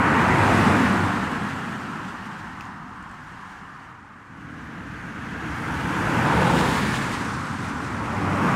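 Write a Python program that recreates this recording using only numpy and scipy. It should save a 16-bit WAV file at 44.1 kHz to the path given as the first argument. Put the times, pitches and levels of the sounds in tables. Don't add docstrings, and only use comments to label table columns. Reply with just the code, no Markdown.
import sys
import numpy as np
from scipy import signal
from scipy.io import wavfile
from scipy.ndimage import uniform_filter1d

SR = 44100
rng = np.random.default_rng(int(sys.argv[2]) if len(sys.argv) > 2 else 0)


def linear_from_db(decibels):
    return 10 ** (np.asarray(decibels, float) / 20)


def materialize(psi):
    bounded = np.clip(np.atleast_2d(psi).T, -1, 1)
    quanta = np.round(bounded * 32767).astype(np.int16)
    wavfile.write(sys.argv[1], SR, quanta)


N = 377055
STEP = 64
CAR, VAN, SECOND_CAR = 0, 1, 2


def drift(rate_hz, size):
    r = np.exp(-2 * np.pi * rate_hz * STEP / SR)
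    slow = signal.lfilter([1], [1, -2 * r, r * r], rng.standard_normal(size + 1000))[1000:]
    return slow / slow.std()


# (abreast [s], speed [m/s], nearest distance [m])
PASSES = [
    (0.6, 19, 5.91),
    (6.45, 17, 5.8),
    (8.75, 19, 3.57),
]
# (time [s], size of the drop [dB], time scale of the step [s], negative =
LEVEL_STEPS = [
    (3.97, 8, .045),
    (4.27, 13, -.065),
    (0, 0, 1),
]


def heard_db(vehicle, rule, t):
    abreast_s, speed, near_m = PASSES[vehicle]
    step_s, step_db, fade_s = LEVEL_STEPS[vehicle]
    top_db, lag_s, coming, going, loss_db = rule
    since = t - abreast_s - lag_s
    spread_db = 10 * np.log10(1 + (speed * since / near_m) ** 2)
    power = np.where(since < 0, coming, going)
    lowered = .5 + .5 * np.tanh(.5 * (t - step_s) / fade_s)
    return top_db - power * spread_db - loss_db * np.abs(since) - step_db * lowered


def doppler_phase(vehicle, hz):
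    sound_m_per_s = 343
    abreast_s, speed, near_m = PASSES[vehicle]
    along = speed * (np.arange(N) / SR - abreast_s)
    leaving_speed = speed * along / np.hypot(along, near_m)
    return 2 * np.pi * np.cumsum(hz / (1 + leaving_speed / sound_m_per_s)) / SR


def colour(since, hz, when, spectra):
    shades = []
    for points in spectra:
        point_hz, point_db = np.transpose(points)
        shades.append(np.interp(np.log(hz), np.log(point_hz), point_db))
    return np.array([np.interp(since, when, band) for band in np.transpose(shades)])


LAYER_EDGES = [55, 350, 780, 3000, 15500]


def vehicle_bands(vehicle, rules, roll, spray, t, hz, wide):
    join = np.searchsorted(hz, LAYER_EDGES[3]) - 1
    spray_joined = spray[join:] - spray[join] + roll[join]
    shape = np.r_[roll[:join], spray_joined] + 10 * np.log10(wide)[:, None]
    layer_of = np.clip(np.searchsorted(LAYER_EDGES, hz) - 1, 0, len(rules) - 1)
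    lift = []
    for k, rule in enumerate(rules):
        layer_power = np.sum(linear_from_db(2 * shape[layer_of == k]), axis=0)
        lift.append(heard_db(vehicle, rule, t) - 10 * np.log10(layer_power))
    smooth_lift = uniform_filter1d(np.array(lift)[layer_of], size=5, axis=0, mode="nearest")
    return linear_from_db(2 * (shape + smooth_lift))


# (frequency [Hz], level [dB per Hz])
CAR_NEAR = [(18, -54), (30, -24), (49, -23), (92, -3), (140, -2), (180, -4), (240, 0), (404, -12.5),
            (595, -14), (926, -9), (1290, -11.5), (1930, -15), (3000, -27), (3900, -55), (6600, -120)]
CAR_LEAVING = [(18, -53), (30, -17), (53, -22), (92, -8.5), (210, -1), (286, -6), (353, -11.5), (595, -18),
               (874, -9), (1390, -9), (1720, -11.5), (2250, -21), (3000, -22.5), (3900, -54), (6600, -120)]
CAR_FAR = [(18, -45), (30, -16.5), (137, -11), (177, -6.5), (412, -19), (445, -24), (510, -21),
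           (655, -22.5), (749, -10), (1060, -3.5), (1780, -9), (2470, -24), (3000, -21), (3900, -56),
           (6600, -120)]
SPRAY_CAR = [(1530, -30), (2600, 1), (3210, -5.5), (5460, -14.5), (8110, -15.5), (13600, -30.5),
             (15600, -38)]
SPRAY_CAR_FAR = [(1530, -30), (2600, 6), (3560, -7.5), (7470, -14), (9710, -20), (11000, -26), (14100, -29),
                 (15600, -36)]
CAR_COLOUR_S = [.1, .7, 1.4, 2.2]
CAR_SPRAY_S = [.3, 2.1]
# (loudest level [dB], time after abreast [s], spreading power coming, same going, further loss [dB/s])
CAR_LAYERS = [
    (-21, 0.037, 0.089, 0.76, 4),
    (-26.0, 0.02, 0.57, 1.58, 0.0),
    (-21.5, 0.076, 0.04, 1.117, 0.0),
    (-37.5, 0.01, 0.65, 0.84, 2.5),
]


def car_tyres(t, hz, wide):
    since = t - PASSES[CAR][0]
    roll = colour(since, hz, CAR_COLOUR_S, [CAR_NEAR, CAR_LEAVING, CAR_LEAVING, CAR_FAR])
    spray = colour(since, hz, CAR_SPRAY_S, [SPRAY_CAR, SPRAY_CAR_FAR])
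    return vehicle_bands(CAR, CAR_LAYERS, roll, spray, t, hz, wide)


# (frequency [Hz], level [dB per Hz])
VAN_COMING = [(18, -38), (30, -19), (71, -1.5), (167, 1), (309, -2), (360, -16), (472, -14), (606, -20),
              (655, -17), (874, -17.5), (1360, -15), (1560, -12), (3000, -31.5), (3900, -57), (6600, -120)]
VAN_CLOSING = [(38, -30), (64, -3), (97, -4), (139, -3.5), (256, -3.5), (320, -3), (376, -16.5),
               (456, -11.5), (600, -17), (941, -8.5), (1120, -10.5), (1500, -8.5), (3000, -24), (3900, -55),
               (6600, -120)]
VAN_NEAR = [(18, -53), (30, -35), (50, -15.5), (154, 2), (191, -3.5), (360, -7), (490, -1), (655, -9),
            (944, -7), (1060, -14.5), (1420, -13.5), (1960, -21.5), (3000, -25), (3900, -53), (6600, -120)]
VAN_LEAVING = [(18, -55), (30, -25), (49, -20), (135, -1.5), (231, -1.5), (265, -5.5), (520, -10),
               (583, -13.5), (944, -13.5), (1020, -9.5), (1440, -14), (1750, -12), (3000, -25.5),
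               (3900, -51), (6600, -120)]
VAN_GONE = [(18, -50), (30, -26), (82, -3.5), (194, -4), (231, -3), (297, -5), (334, -10.5), (404, -14),
            (445, -13.5), (667, -17), (908, -13), (1290, -11), (3000, -28.5), (3900, -56), (6600, -120)]
SPRAY_COMING = [(1530, -30), (2600, 5), (3720, -14), (5290, -18.5), (6430, -17), (7470, -22), (9710, -26),
                (15600, -39)]
SPRAY_CLOSING = [(1530, -30), (2600, 0), (3400, -6), (3750, -10), (5500, -13), (6100, -13), (9420, -18.5),
                 (15600, -32)]
SPRAY_VAN = [(1530, -30), (2600, 2.5), (4910, -9), (6100, -13), (6980, -11), (9490, -15.5), (11400, -22),
             (15600, -30)]
SPRAY_GONE = [(1530, -30), (2600, 0), (3560, -5), (5260, -7.5), (5660, -8), (8420, -11), (14100, -31),
              (15600, -35)]
VAN_COLOUR_S = [-1.1, -0.8, 0.095, 0.09, 0.39, 0.93]
VAN_SPRAY_S = [-1.0, -0.84, -.25, -0.13, 0.39, .85]
# (loudest level [dB], time after abreast [s], spreading power coming, same going, further loss [dB/s])
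VAN_LAYERS = [
    (-22, 0.0051, 1.26, 1.27, -0.5),
    (-27.5, 0.019, 1.79, 1.93, 0.0),
    (-22, 0.0031, 0.54, 0.53, 8.0),
    (-35.5, 0.22, 0.5, 0.74, 7.5),
]


def van_tyres(t, hz, wide):
    since = t - PASSES[VAN][0]
    rolls = [VAN_COMING, VAN_CLOSING, VAN_NEAR, VAN_NEAR, VAN_LEAVING, VAN_GONE]
    sprays = [SPRAY_COMING, SPRAY_CLOSING, SPRAY_CLOSING, SPRAY_VAN, SPRAY_VAN, SPRAY_GONE]
    roll = colour(since, hz, VAN_COLOUR_S, rolls)
    spray = colour(since, hz, VAN_SPRAY_S, sprays)
    return vehicle_bands(VAN, VAN_LAYERS, roll, spray, t, hz, wide)


# (frequency [Hz], level [dB per Hz])
SECOND_NEAR = [(18, -58), (30, -28), (90, -9), (130, -3.5), (173, 2), (206, -4.5), (231, -3), (286, -4.5),
               (397, -15), (694, -15.5), (764, -10), (1060, -5.5), (3000, -25), (3900, -57), (6600, -120)]
SPRAY_SECOND = [(1530, -29), (2600, 2), (3840, -11), (4950, -11.5), (5580, -12.5), (8880, -17),
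                (12200, -26), (15600, -35)]
SECOND_COLOUR_S = [-1, -0.23]
SECOND_SPRAY_S = [-.85, -.35]
# (loudest level [dB], time after abreast [s], spreading power coming, same going, further loss [dB/s])
SECOND_LAYERS = [
    (-21.5, -0.11, 0.74, 1.0, 3),
    (-31, -0.31, 1.03, 0.04, 0.5),
    (-24, -0.17, 0.8, 1.0, 0.6),
    (-41, -0.06, 0.67, 1.0, 2.5),
]


def second_car_tyres(t, hz, wide):
    since = t - PASSES[SECOND_CAR][0]
    roll = colour(since, hz, SECOND_COLOUR_S, [VAN_GONE, SECOND_NEAR])
    spray = colour(since, hz, SECOND_SPRAY_S, [SPRAY_GONE, SPRAY_SECOND])
    return vehicle_bands(SECOND_CAR, SECOND_LAYERS, roll, spray, t, hz, wide)


def droplets(per_s, spread_db, share):
    sizes = linear_from_db(spread_db * np.minimum(rng.exponential(1, N), 4)) * rng.choice([-1, 1], N)
    clicks = sizes * (rng.random(N) < per_s / SR)
    hiss = rng.standard_normal(N)
    return np.sqrt(share) * clicks / clicks.std() + np.sqrt(1 - share) * hiss


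# (time [s], extra spray [dB], length [s])
PUDDLES = [(1.29, -1.5, .03), (1.483, 2, .03), (2.086, 1.5, .03), (2.263, 3, 0.023), (2.397, 3, .02),
           (2.64, 2, .03), (2.87, -3, 0.33), (3.45, 1.5, .3), (3.032, 1, .02), (3.11, 0.5, .04),
           (3.518, 2.5, .03), (3.578, 2.5, .03), (3.837, 2, 0.022), (3.899, 1, 0.017), (5.809, 1.5, .02),
           (6.417, 0.5, .02), (6.598, 2.5, 0.021), (6.776, 2.5, 0.028), (6.956, 4, .035),
           (7.137, 4.5, 0.028), (7.646, 3.5, 0.032), (7.694, 3.5, 0.019), (7.85, 2.5, .04), (8.061, 2, .02)]


def tyres(flicker_db, gust_db, patch_db, wet_hz):
    t = np.arange(N // STEP + 2) * STEP / SR
    edges = np.geomspace(84, 15960, 58) - 60
    hz = np.sqrt(edges[1:] * edges[:-1])
    wide = np.diff(edges)
    power = car_tyres(t, hz, wide) + van_tyres(t, hz, wide) + second_car_tyres(t, hz, wide)
    surge = gust_db * (drift(6.8, len(t)) + 0.28 * drift(25.0, len(t)))
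    for s, extra_db, length in PUDDLES:
        surge += extra_db * np.exp(-.5 * ((t - s) / (.5 * length)) ** 2)
    dry_noise = rng.standard_normal((2, N + SR))
    wet_noise = [droplets(per_s=2500, spread_db=3.5, share=0.28) for _ in dry_noise]
    out = np.zeros(N)
    for k, level in enumerate(10 * np.log10(power)):
        wetness = 1 / (1 + (wet_hz / hz[k]) ** 4)
        source = wet_noise[k % 2] if hz[k] > wet_hz else dry_noise[k % 2]
        sos = signal.butter(3, edges[k:k + 2], "band", fs=SR, output="sos")
        band = signal.sosfilt(sos, source)[-N:]
        patches = patch_db * (1 - wetness) * drift(3.8, len(t))
        flicker = flicker_db * drift(17.0, len(t))
        gain = linear_from_db(level + patches + wetness * (surge + flicker))
        out += np.interp(np.arange(N) / STEP, np.arange(len(t)), gain) * band / band.std()
    return out


# ((frequency at the source [Hz], width [Hz]), (loudest level [dB],
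# time after abreast [s], spreading power coming, same going, further loss [dB/s]))
CAR_HUMS = [
    ((208, 18), (-28, 0.3, 3, 2, 3)),
    ((908, 79), (-29, -0.26, 3.5, 2.5, .5)),
]
VAN_HUMS = [
    ((1480, 200), (-34.5, -0.2, 1, 6, 3)),
    ((905, 87), (-29, .0, 9, 3, 5.0)),
]


def tyre_hums(vehicle, rows):
    out = np.zeros(N)
    for (hz, wide_hz), rule in rows:
        sos = signal.butter(2, wide_hz / 2, fs=SR, output="sos")
        sway = signal.sosfilt(sos, rng.standard_normal((2, N + SR)))[:, SR:]
        phase = doppler_phase(vehicle, hz)
        tone = sway[0] * np.cos(phase) + sway[1] * np.sin(phase)
        out += linear_from_db(heard_db(vehicle, rule, np.arange(N) / SR)) * tone / sway.std()
    return out


FIRING_HZ = [101, 65.1, 90.5]
# (loudest level [dB], time after abreast [s], spreading power coming, same going, further loss [dB/s])
FIRING = [
    (-28, -0.039, 2.5, 1.7, .5),
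    (-33.5, -.05, 1.36, 1.5, 1.5),
    (-37.5, -0.46, 1.0, 2.5, 0.34),
]
# (multiple of the firing rate, level [dB])
CAR_ORDERS = [(1, -3.5), (2, -13.5)]
VAN_ORDERS = [(1, -3.5), (2, -5.5)]
SECOND_ORDERS = [(1, 2), (2, -9.5), (3, -2.5)]


def engine(vehicle, orders, wobble_db):
    level_db = heard_db(vehicle, FIRING[vehicle], np.arange(N) / SR)
    phase = doppler_phase(vehicle, FIRING_HZ[vehicle])
    out = np.zeros(N)
    for multiple, db in orders:
        waver = np.repeat(drift(1.74, N // STEP + 1), STEP)[:N]
        out += linear_from_db(level_db + db + wobble_db * waver) * np.sin(round(multiple) * phase)
    return np.sqrt(2) * out


# (time [s], peak level [dB], centre [Hz], width [Hz])
DROPS = [
    (2.608, -31, 2600, 500),
    (2.608, -38, 4500, 3000),
    (2.6085, -45, 7000, 2500),
    (2.609, -50, 12000, 7000),
    (2.62, -52, 6700, 800),
    (2.652, -49, 7000, 600),
    (3.025, -52, 7900, 1800),
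    (3.096, -51, 8200, 2200),
    (3.113, -47, 7700, 1500),
    (3.125, -55, 7800, 1200),
]


def drops():
    t60_s, rise_s = .013, .0005
    out = np.zeros(N)
    t = np.arange(SR // 20) / SR
    for s, peak_db, hz, wide in DROPS:
        burst = linear_from_db(-60 * t / t60_s) * np.minimum(t / rise_s, 1) * rng.standard_normal(len(t))
        sos = signal.butter(2, [hz - wide / 2, hz + wide / 2], "band", fs=SR, output="sos")
        tick = signal.sosfilt(sos, burst)
        out[round(s * SR):][:len(t)] += linear_from_db(peak_db) * tick / np.abs(tick).max()
    return out


def scene():
    mix = tyres(flicker_db=0.88, gust_db=0.3, patch_db=1.1, wet_hz=2170)
    mix += tyre_hums(CAR, CAR_HUMS) + tyre_hums(VAN, VAN_HUMS)
    mix += engine(CAR, CAR_ORDERS, wobble_db=4.5)
    mix += engine(VAN, VAN_ORDERS, wobble_db=2.5)
    mix += engine(SECOND_CAR, SECOND_ORDERS, wobble_db=4.0)
    mix += drops()
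    return mix[None]


def low_pass(x):
    return signal.sosfilt(signal.butter(12, 15710, fs=SR, output="sos"), x)


def record(dry):
    mix = 0.81 * np.tanh(dry / 0.79)
    return low_pass(mix)


dry = scene()
out = record(dry)
materialize(out)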